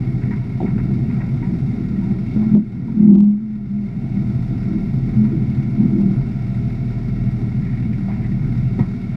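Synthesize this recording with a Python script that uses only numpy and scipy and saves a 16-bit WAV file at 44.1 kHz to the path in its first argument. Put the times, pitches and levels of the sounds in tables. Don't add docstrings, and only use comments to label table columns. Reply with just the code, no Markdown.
import sys
import numpy as np
from scipy import signal
from scipy.fft import rfft, irfft
from scipy.io import wavfile
from scipy.ndimage import uniform_filter1d, minimum_filter1d

SR = 44100
rng = np.random.default_rng(int(sys.argv[2]) if len(sys.argv) > 2 else 0)


def natural_amplitude(level_db):
    exponent = np.asarray(level_db, float) / 20
    return 10 ** exponent


def log_audio(samples):
    frames = np.atleast_2d(samples).T
    limited = np.clip(frames, -1, 1)
    pcm = np.round(limited * 32767).astype(np.int16)
    wavfile.write(sys.argv[1], SR, pcm)


N = 403956

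# time_s, firing_rate_hz
FIRING_RATE = [(0.0, 38.75), (0.5, 37.48), (1.0, 39.51), (1.5, 40.4), (2.0, 40.05), (2.5, 39.18),
               (3.1, 39.71), (3.7, 39.14), (4.2, 39.03), (4.7, 39.2), (5.2, 39.14), (5.7, 39.28),
               (6.2, 38.95), (6.8, 39.09), (7.4, 39.11), (8.0, 38.7), (8.6, 38.7), (9.16, 38.47)]
# time_s, ground_roughness_db, engine_load_db, block_rocking_db
DRIVE = [(0, -22.5, -0.5, 3.5), (.5, -25, -3, 3.5), (1.0, -19, -0.5, 3.5), (1.4, -21.5, 0.5, -1),
         (1.9, -21, -0.5, -6), (2.3, -23.5, -1.5, 0.5), (2.7, -21.5, -3, 1.5), (3.1, -18, -4, 0.5),
         (3.5, -22.5, -2, 4), (4.0, -22.5, 0, 1.5), (4.5, -20.5, -0.5, 2.5), (5.0, -21.5, 0, 4),
         (5.9, -21, -1.5, 3.5), (6.5, -25, 1.5, -2.5), (7.2, -23, 3, -2), (8.0, -23.5, 0.5, -1),
         (8.7, -22.5, 3, 0.5), (9.16, -27.5, -2, 3.5)]
TONE_MULTIPLES = [2, 5 / 2, 3, 10 / 3, 7 / 2, 4, 9 / 2, 5, 6, 8]
TONE_DB = [-8, -12.5, 1.5, 0, -5.5, -6, -10, -4.5, -10.5, -21]
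# time_s, change_db
LEANS = [(.15, 1.5), (1.05, 2.5), (1.6, 1), (2.02, 2), (4.3, 3), (4.8, -7), (4.97, 0.5), (5.5, 1.5),
         (6.05, -1), (6.62, 4), (7.0, -2), (7.27, 1), (7.55, 1), (7.85, 2.5), (8.05, -2.5), (8.25, 3),
         (8.6, 2.5), (8.82, 1.5), (8.98, -5.5)]
CYLINDER_DB = [-14, -16, -13.5, -17.5, -17.5, -15.5]
# pitch_hz, level_db (per Hz)
RUMBLE = [(7.1, -35), (24, -11), (70, -12.5), (103, -5.5), (129, 2), (173, -9.5), (232, -5), (284, -10),
          (399, -33.5), (444, -38), (480, -25.5), (620, -70.5), (1060, -120)]
# pitch_hz, level_db (per Hz)
CLATTER = [(240, -25.5), (400, 9), (451, -10), (549, -9), (679, -7.5), (865, -16), (1150, -19),
           (1360, -13.5), (1630, -18.5), (2210, -14.5), (3030, -27), (4850, -26.5), (6270, -36.5),
           (11300, -46.5), (13000, -48), (14800, -53)]
# pitch_hz, width_hz, boost_db
BLOCK_RINGS = [(629, 9.8, 6), (771, 77, 8.5), (980, 190, 6), (1370, 230, 5), (1897, 54, 9),
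               (2170, 200, 8.5), (2706, 34, 8), (3680, 340, 4), (4800, 140, -5), (5460, 430, 2.5),
               (11500, 250, 0)]
# time_s, level_db
PANEL = [(0, -3.5), (.6, -4.5), (1.0, -3), (2.4, -4.5), (3.6, -3.5), (4.2, -2), (7.3, -0.5), (7.6, -6.5),
         (9.16, -3.5)]
# start_s (of full strength), hold_s, level_db, pitch_hz, grit_db (over the level)
SLIPS = [(0.63, 0.045, -22.5, 205, -6), (0.785, 0.015, -21.5, 202.9, -12), (0.93, 0.035, -24, 209, -17),
         (1.512, 0.036, -23, 194.3, -4.5), (1.992, .03, -20, 205, -13), (2.106, 0.035, -20, 214.7, -9.5),
         (2.388, 0.083, -14, 213.3, -17), (2.546, 0.041, -9.5, 213.3, -14), (2.904, 0.042, -23, 229, -16),
         (3.005, 0.055, -9.5, 212.2, -13), (3.09, 0.075, -7.5, 197.3, -8.5), (3.185, 0.054, -8, 199.6, -21),
         (3.251, .1, -12, 209.4, -22.5), (3.422, 0.23, -22.5, 212.3, -20), (3.725, 0.13, -19, 202, -30),
         (4.136, 0.05, -20, 197.9, -12.5), (4.708, 0.099, -20, 209.3, -5), (5.067, 0.043, -20, 214.5, -21),
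         (5.202, 0.052, -11.5, 213.2, -29), (5.321, 0.15, -21.5, 212.1, -5.5),
         (5.523, 0.13, -21, 211.9, -23), (5.811, 0.04, -12, 214.2, -12), (5.946, 0.072, -17.5, 200.9, -3),
         (6.057, 0.058, -15, 196.7, -12), (8.802, 0.034, -24, 189.4, -9)]
# start_s, attack_s, depth_db
GRABS = [
    (2.553, 0.0077, -9),
    (3.019, 0.13, -15.5),
]
# start_s, peak_db, ring_hz, thud_db (over the peak)
KNOCKS = [(0.603, -19.5, 758, 2), (0.615, -24, 756, 9.5), (0.629, -28.5, 752, 13), (.645, -30, 690, 6),
          (0.66, -41, 760, 9), (.68, -37, 760, 9), (.787, -42, 700, 20), (0.9015, -35, 720, 14.5),
          (2.362, -34, 508, 19), (2.5505, -28.5, 618, 13), (2.564, -33.5, 599, 14), (2.882, -37, 943, 3.5),
          (2.984, -44, 555.6, 8.5), (4.059, -53, 779.4, 4), (5.319, -43, 736.4, 22.5),
          (5.822, -39, 698, 12), (5.998, -43, 540.2, 8), (8.083, -30, 678, -4), (8.101, -33.5, 800, 2),
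          (8.118, -37.5, 771, 10), (8.7895, -30.5, 956, 17.5), (8.802, -38, 1096, 3), (8.823, -36, 844, 1)]
# start_s, peak_db
JOLTS = [
    (0.615, -39),
    (1.499, -31),
    (2.559, -30.5),
    (4.779, -21),
    (3.15, -29.5),
    (5.898, -38.5),
    (8.749, -46),
]
# start_s, peak_db
CRACKLE = [(2.5505, -46), (2.5721, -46.5), (3.0424, -53), (3.1067, -45.5), (3.1423, -44.5), (3.1494, -48),
           (3.1523, -49), (3.1551, -44.5), (3.1567, -44), (3.1616, -51), (3.181, -56), (3.185, -42.5),
           (3.202, -52), (3.205, -39.5), (3.2084, -50), (3.2132, -54), (3.227, -48.5), (3.2403, -50),
           (3.2445, -48), (3.2778, -52.5), (3.2892, -52), (3.302, -59.5), (3.3126, -51.5), (3.323, -60)]
# start_s, peak_db, pitch_hz
THUMPS = [
    (3.09, -30.5, 71.9),
    (3.16, -29, 66.3),
    (4.93, -19, 150.2),
    (5.322, -21.5, 325.3),
    (5.36, -11.5, 146.8),
    (5.49, -21, 154.2),
    (5.58, -14, 140.7),
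    (7.896, -16, 142.1),
    (8.429, -10, 135.5),
    (8.803, -7, 130.2),
]
# pitch_hz, level_db, t60_s (time to die away)
CLANG = [(341, -24, .1), (520, -30.5, 0.089), (728, -30, 0.1), (1284, -37, .12), (1916, -37, 0.17),
         (3705, -56, .08)]
# pitch_hz, level_db
SQUEAK = [(10200, -70), (10950, -75)]
# start_s, hold_s, level_db
DOUSES = [
    (0.902, 0.027, -54),
    (1.197, 0.03, -44.5),
    (2.419, 0.022, -43),
    (5.983, 0.036, -48),
    (8.078, 0.032, -46),
    (8.789, 0.052, -46),
]
# start_s, spray_db, bubble_db (over the spray)
SLAPS = [(0.2177, -32, -9), (0.309, -26.5, -6), (0.4142, -46, 7), (0.526, -41, -4), (0.6597, -30.5, -6),
         (0.777, -31, -14), (0.902, -48, -8), (1.096, -34, -7), (1.201, -30.5, -14), (1.423, -33.5, 2.5),
         (2.0206, -42, 5.5), (5.246, -40.5, 2.5), (7.654, -37, -21), (8.1094, -37.5, -9),
         (8.791, -31.5, -5)]
# pitch_hz, level_db (per Hz)
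SPRAY = [(550, -22), (900, -9), (1150, -6), (1700, -1.5), (2200, 0), (2600, -9), (2950, -28), (5000, -45),
         (9000, -75)]
# start_s, peak_db
SWISHES = [(.262, -42), (7.62, -44), (7.649, -41), (7.69, -40), (7.725, -38), (7.77, -39), (7.82, -45),
           (7.926, -37), (8.083, -39), (8.108, -41.5), (8.136, -45), (8.218, -39), (8.243, -36.5),
           (8.312, -42)]

FIRST_DB, TONES_DB, CLATTER_DB = -34.5, -26, -61
START_TURN = .18
HEAVY_TURN = 3.5
FIRST_LAG, FRAME_LEAD = .4, .68
LEAN_S = 0.073
PANEL_DB = 10
HUM_DB, UPPER_DB, SHUDDER_DB = -4.5, -12.5, -11.5
HUM_HZ, WANDER_HZ = 205, 7.99
SWELL_DB_S, FADE_DB_S, SAG_DB_S = 233, 302.5, 13
JUDDER_DB, HELD_S = 8, 0.034
RECOVER_DB_S = 14
KNOCK_T60_S, SNAP_DB, BLOW_HZ, BLOW_T60_S = 0.078, -35.5, 260, 0.053
CLANG_S, SQUEAK_S, SQUEAK_HOLD_S = 8.79, 6.15, .035
BUBBLE_HZ, BUBBLE_SPREAD, SLAP_T60_S = 938, 0.015, 0.17
SWISH_HZ, SWISH_WIDTH_HZ, SWISH_T60_S = 2040, 450, 0.11
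TOP_HZ = 16500
FAINT_HZ, FAINT_DB, FAINT_SPREAD_DB = 9200, -108.5, 2.5


def level(x, db):
    return x * natural_amplitude(db) / np.sqrt(np.mean(np.abs(x) ** 2))


def curves(table):
    s, *columns = np.transpose(table)
    return [np.interp(np.arange(N) / SR, s, column) for column in columns]


def walk(rate):
    k = int(SR / rate)
    steps = np.repeat(rng.standard_normal(N // k + 1), k)
    smooth = uniform_filter1d(uniform_filter1d(steps, k), k)
    return level(smooth[:N], 0)


def colour(x, spectrum, modes=(), size=2 ** 15):
    f = np.arange(size // 2 + 1) * SR / size + .1
    hz, db = np.transpose(spectrum)
    lift = 1 + sum(natural_amplitude(2 * d) / (1 + (2 * (f - c) / w) ** 2) ** 2 for c, w, d in modes)
    gain = natural_amplitude(np.interp(np.log(f), np.log(hz), db)) * np.sqrt(lift)
    cepstrum = irfft(np.log(gain), size)
    cepstrum[1:size // 2] *= 2
    cepstrum[size // 2 + 1:] = 0
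    ringing = irfft(np.exp(rfft(cepstrum)), size)[:size // 2]
    return signal.fftconvolve(x, ringing)[:N]


def band(lo_hz, hi_hz, order=2):
    edges = signal.butter(order, [lo_hz, hi_hz], "bandpass", fs=SR, output="sos")
    return level(signal.sosfilt(edges, rng.standard_normal(N)), 0)


def even(x, share):
    power = np.abs(x) ** 2
    swell = np.sqrt(uniform_filter1d(power, size=900) + 1e-3 * np.mean(power))
    return level(x / swell ** share, 0)


def add(out, s, grain):
    i = int(s * SR)
    out[i:i + len(grain)] += grain[:N - i]


def span(s, t):
    return slice(int(s * SR), int(s * SR) + len(t))


def fade(t60, rise):
    t = np.arange(int(1.5 * t60 * SR)) / SR
    return t, (1 - np.exp(-t / rise)) * natural_amplitude(-60 * t / t60)


def crank():
    return START_TURN + np.cumsum(curves(FIRING_RATE)[0]) / SR


def firing_tones(turns, load_db, rock_db):
    first_db = FIRST_DB + load_db + walk(9.3)
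    out = np.sqrt(2) * natural_amplitude(first_db) * np.cos(2 * np.pi * (turns - FIRST_LAG))
    times = np.arange(0, N / SR, 1 / 100)
    leaning = [(u, sum(db * np.exp(-((u - s) / LEAN_S) ** 2) for s, db in LEANS)) for u in times]
    lean_db = curves(leaning)[0]
    for k, db in zip(TONE_MULTIPLES, TONE_DB):
        lead = FRAME_LEAD - .72 * max(k - 3.5, 0)
        rocking_db = (k % 1 > 0) * rock_db
        tone_db = TONES_DB + load_db + db + rocking_db + lean_db + 0.39 * walk(6.6)
        out += natural_amplitude(tone_db) * np.cos(2 * np.pi * (k * (turns - HEAVY_TURN) + lead))
    return out


def road_rumble(ground_db):
    rumble = colour(rng.standard_normal(N), RUMBLE, [(136.0, 27, 2), (376.0, 10, 1)])
    return natural_amplitude(ground_db - 4.5 + 2.5 * walk(12)) * level(rumble, 0)


def clatter(turns, load_db):
    firing = turns.astype(int)
    chance_db = 3.6 * np.minimum(rng.standard_normal(N // 500), 1.3)[firing]
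    strength = natural_amplitude(np.take(CYLINDER_DB, firing % len(CYLINDER_DB)) + chance_db)
    gate = 0.31 + uniform_filter1d(strength * np.exp(-(turns % 1) / 0.5), size=160)
    # (Hz, flicker dB)
    regions = [(350, 2.3), (700, 0.98), (1400, 1.1), (2800, 0.68), (5300, 0.5), (9000, 1), (12000, 1.2)]
    parts = np.zeros(N)
    for hz, flicker_db in regions:
        rattle = band(hz / np.sqrt(2), hz * np.sqrt(2))
        parts += np.sqrt(hz) * natural_amplitude(flicker_db * walk(12)) * rattle
    parts += np.sqrt(11300) * natural_amplitude(-13 + 4 * walk(14)) * band(11250, 11370)
    valve_gear = natural_amplitude(0.25 * walk(400))
    block = level(colour(gate * valve_gear * parts, CLATTER, BLOCK_RINGS), 18.84)
    cycle = np.pi * (turns - 4) / 3
    panel = (1 + .45 * np.cos(cycle) + .35 * np.cos(2 * cycle)) * even(band(680, 689), .8)
    panel = natural_amplitude(curves(PANEL)[0]) * level(panel, PANEL_DB)
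    return natural_amplitude(CLATTER_DB + 0.2 * load_db) * (block + panel)


def engine(turns, ground_db, load_db, rock_db):
    return firing_tones(turns, load_db, rock_db) + road_rumble(ground_db) + clatter(turns, load_db)


def slips(rest_db):
    t = np.arange(N) / SR
    groan, upper, judder = (natural_amplitude(2 * (rest_db + db + 1.9 * walk(14))) for db in (HUM_DB, UPPER_DB, SHUDDER_DB))
    pitch = groan * (HUM_HZ + WANDER_HZ * walk(12))
    for s, hold, db, hz, grit_db in SLIPS:
        at = slice(max(int((s - .3) * SR), 0), int((s + hold + .3) * SR))
        since = t[at] - s
        swell_db = SWELL_DB_S * np.maximum(-since, 0)
        fade_db = FADE_DB_S * np.maximum(since - hold, 0)
        sag_db = SAG_DB_S * np.maximum(since, 0)
        power = natural_amplitude(2 * (db - swell_db - fade_db - sag_db))
        groan[at] += power
        pitch[at] += power * hz
        upper[at] += power * natural_amplitude(2 * grit_db)
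        judder[at] += power * natural_amplitude(2 * (grit_db + JUDDER_DB)) * min(HELD_S / hold, 1) ** 3
    pitch_hz = pitch / groan + 2.955 * walk(25)
    return pitch_hz, *(10 * np.log10(p) for p in (groan, upper, judder))


def mount(turns, rest_db):
    hz, groan_db, upper_db, judder_db = slips(rest_db)
    clean = np.clip(np.maximum((groan_db + 28) / 13, (groan_db - upper_db - 11) / 7), 0, 1)
    shake = even(walk(70) + 1j * walk(70), 0.42)
    beat = 2 * np.pi * (turns - .27)
    throb = natural_amplitude(np.minimum(judder_db - 0.5, groan_db - 9.5)) * np.cos(beat)
    throb = throb + natural_amplitude(upper_db - 9.0) * np.exp(1j * beat)
    swell = natural_amplitude(groan_db - .8 + 1.5 * walk(30)) * (clean + (1 - .93 * clean) * shake)
    groan = (swell + throb) * np.exp(2j * np.pi * np.cumsum(hz) / SR)
    upper = natural_amplitude(upper_db - 5.5) * even(band(305, 338) + .8 * band(235, 375, order=5), .3)
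    scrape = (natural_amplitude(upper_db - 35) + natural_amplitude(1.3 * groan_db - 43)) * even(band(450, 950, order=3), .5)
    judder = natural_amplitude(judder_db + 1.0) * even(band(162, 203.2, order=3), 1.0)
    return np.sqrt(2) * groan.real + upper + scrape + judder


def knocks():
    out = np.zeros(N)
    rattle = even(band(600, 950, order=5), .7)
    thud = even(band(230, 400, order=4), .7)
    snap = band(1100, 4200, order=4)
    for s, db, hz, thud_db in KNOCKS:
        t, env = fade(KNOCK_T60_S, .0012)
        at = span(s, t)
        noise = .2 * rattle[at] + .45 * natural_amplitude(thud_db) * thud[at] + natural_amplitude(SNAP_DB) * snap[at]
        noise += 0.35 * natural_amplitude(thud_db - 60 * t / BLOW_T60_S) * np.sin(2 * np.pi * BLOW_HZ * t)
        add(out, s, natural_amplitude(db) * env * (.8 * np.sin(2 * np.pi * hz * (t + s)) + 1.3 * noise))
    return out


def body_heaves():
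    out = np.zeros(N)
    for s, db in JOLTS:
        t, env = fade(.5, .03)
        add(out, s, natural_amplitude(db - 2.5) * env * np.sin(2 * np.pi * 19 * t))
    return out


def overload_ticks():
    ticks = np.zeros(N)
    for s, db in CRACKLE:
        t, env = fade(.0011, .0001)
        add(ticks, s, natural_amplitude(db + 21.5) * env * np.cos(2 * np.pi * 1900 * t))
        t, env = fade(.003, .0002)
        add(ticks, s, natural_amplitude(db + 21.5) * env * np.sin(2 * np.pi * 800 * t))
    return signal.sosfilt(signal.butter(4, 8500, fs=SR, output="sos"), ticks)


def underbody():
    out = np.zeros(N)
    wash = even(band(560, 1100, order=3), .5)
    for s, hold, db in DOUSES:
        t = np.arange(int((hold + .1) * SR)) / SR
        env = natural_amplitude(db - 470 * np.maximum(t - hold, 0)) * (1 - np.exp(-t / .003))
        add(out, s, env * wash[span(s, t)])
    for hz, db, t60 in CLANG:
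        t, env = fade(t60, .002)
        add(out, CLANG_S, natural_amplitude(db) * env * np.sin(2 * np.pi * hz * t))
    t, env = fade(.12, .002)
    add(out, CLANG_S, natural_amplitude(-49.5) * env * band(2500, 4600)[:len(t)])
    for s, db, hz in THUMPS:
        t, env = fade(0.12, 0.01)
        add(out, s, natural_amplitude(db + 7.5) * env * np.sin(2 * np.pi * hz * t))
    t = np.arange(int(SQUEAK_HOLD_S * SR)) / SR
    squeak = sum(natural_amplitude(db) * np.sin(2 * np.pi * hz * t) for hz, db in SQUEAK)
    add(out, SQUEAK_S, np.sin(np.pi * t / SQUEAK_HOLD_S) * squeak)
    return out


def water():
    out = np.zeros(N)
    ragged = natural_amplitude(3.5 * walk(300)) * rng.standard_normal(N)
    spray = even(colour(ragged, SPRAY, BLOCK_RINGS), .8)
    for s, db, bubble_db in SLAPS:
        hz = BUBBLE_HZ * (1 + BUBBLE_SPREAD * rng.standard_normal())
        t, env = fade(SLAP_T60_S, .0035)
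        bubble = natural_amplitude(bubble_db) * np.sin(2 * np.pi * hz * (t + 0.4 * t ** 2))
        runoff = env + 0.088 * np.exp(-((t - .035) / 0.039) ** 2)
        add(out, s, natural_amplitude(db - 7.0) * (runoff * spray[span(s, t)] + 1.7 * env * bubble))
    sheet = even(band(SWISH_HZ - SWISH_WIDTH_HZ / 2, SWISH_HZ + SWISH_WIDTH_HZ / 2), .5)
    for s, db in SWISHES:
        t, env = fade(SWISH_T60_S, 0.0069)
        add(out, s, natural_amplitude(db) * env * sheet[span(s, t)])
    for when, pitch, size in rng.random((200, 3)):
        hz = 700 * 3.5 ** pitch
        t, env = fade(14 / hz, .0006)
        bubble = np.sin(2 * np.pi * hz * t * (1 + 0.0093 * hz * t))
        add(out, when * N / SR, natural_amplitude(-43.5 - 14 * size) * env * bubble)
    return out


def duck():
    t = np.arange(N) / SR
    gains = []
    for s, attack, db in GRABS:
        pull = db * np.clip((t - s) / attack, 0, 1)
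        recovery = RECOVER_DB_S * np.maximum(t - s - attack, 0)
        gains.append(np.minimum(pull + recovery, 0))
    return np.min(gains, axis=0)


def thin(x, size=1024):
    f, _, z = signal.stft(x, SR, nperseg=size)
    for lo in np.arange(FAINT_HZ, 15500, 650):
        at = (f >= lo) & (f < lo + 650)
        db = 10 * np.log10(np.mean(np.abs(z[at]) ** 2, axis=0) + 1e-18)
        luck = np.repeat(rng.standard_normal(len(db)), 2)[:len(db)]
        z[at] *= np.where(db > FAINT_DB + FAINT_SPREAD_DB * luck, 1, .08)
    return signal.istft(z, SR, nperseg=size)[1][:N]


def scene():
    turns, gain_db = crank(), duck()
    ground_db, load_db, rock_db = curves(DRIVE)
    out = natural_amplitude(gain_db) * engine(turns, ground_db, load_db, rock_db)
    out += mount(turns, ground_db - 0.73 * load_db + gain_db)
    out += knocks() + body_heaves() + overload_ticks()
    out += underbody() + water()
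    return out[None]


def roll_off(x):
    return signal.sosfilt(signal.butter(12, 14990, fs=SR, output="sos"), x)


def record(dry):
    from_ends = np.minimum(np.arange(N), np.arange(N)[::-1])
    ease = np.minimum(from_ends / (SR / 200), 1)
    room = np.minimum(.93 / (np.abs(dry[0]) + 1e-9), 1)
    limit = uniform_filter1d(minimum_filter1d(room, size=601), size=601)
    cut = signal.sosfilt(signal.butter(6, TOP_HZ, fs=SR, output="sos"), ease * limit * dry)
    return roll_off(thin(cut[0])[None])


dry = scene()
out = record(dry)
log_audio(out)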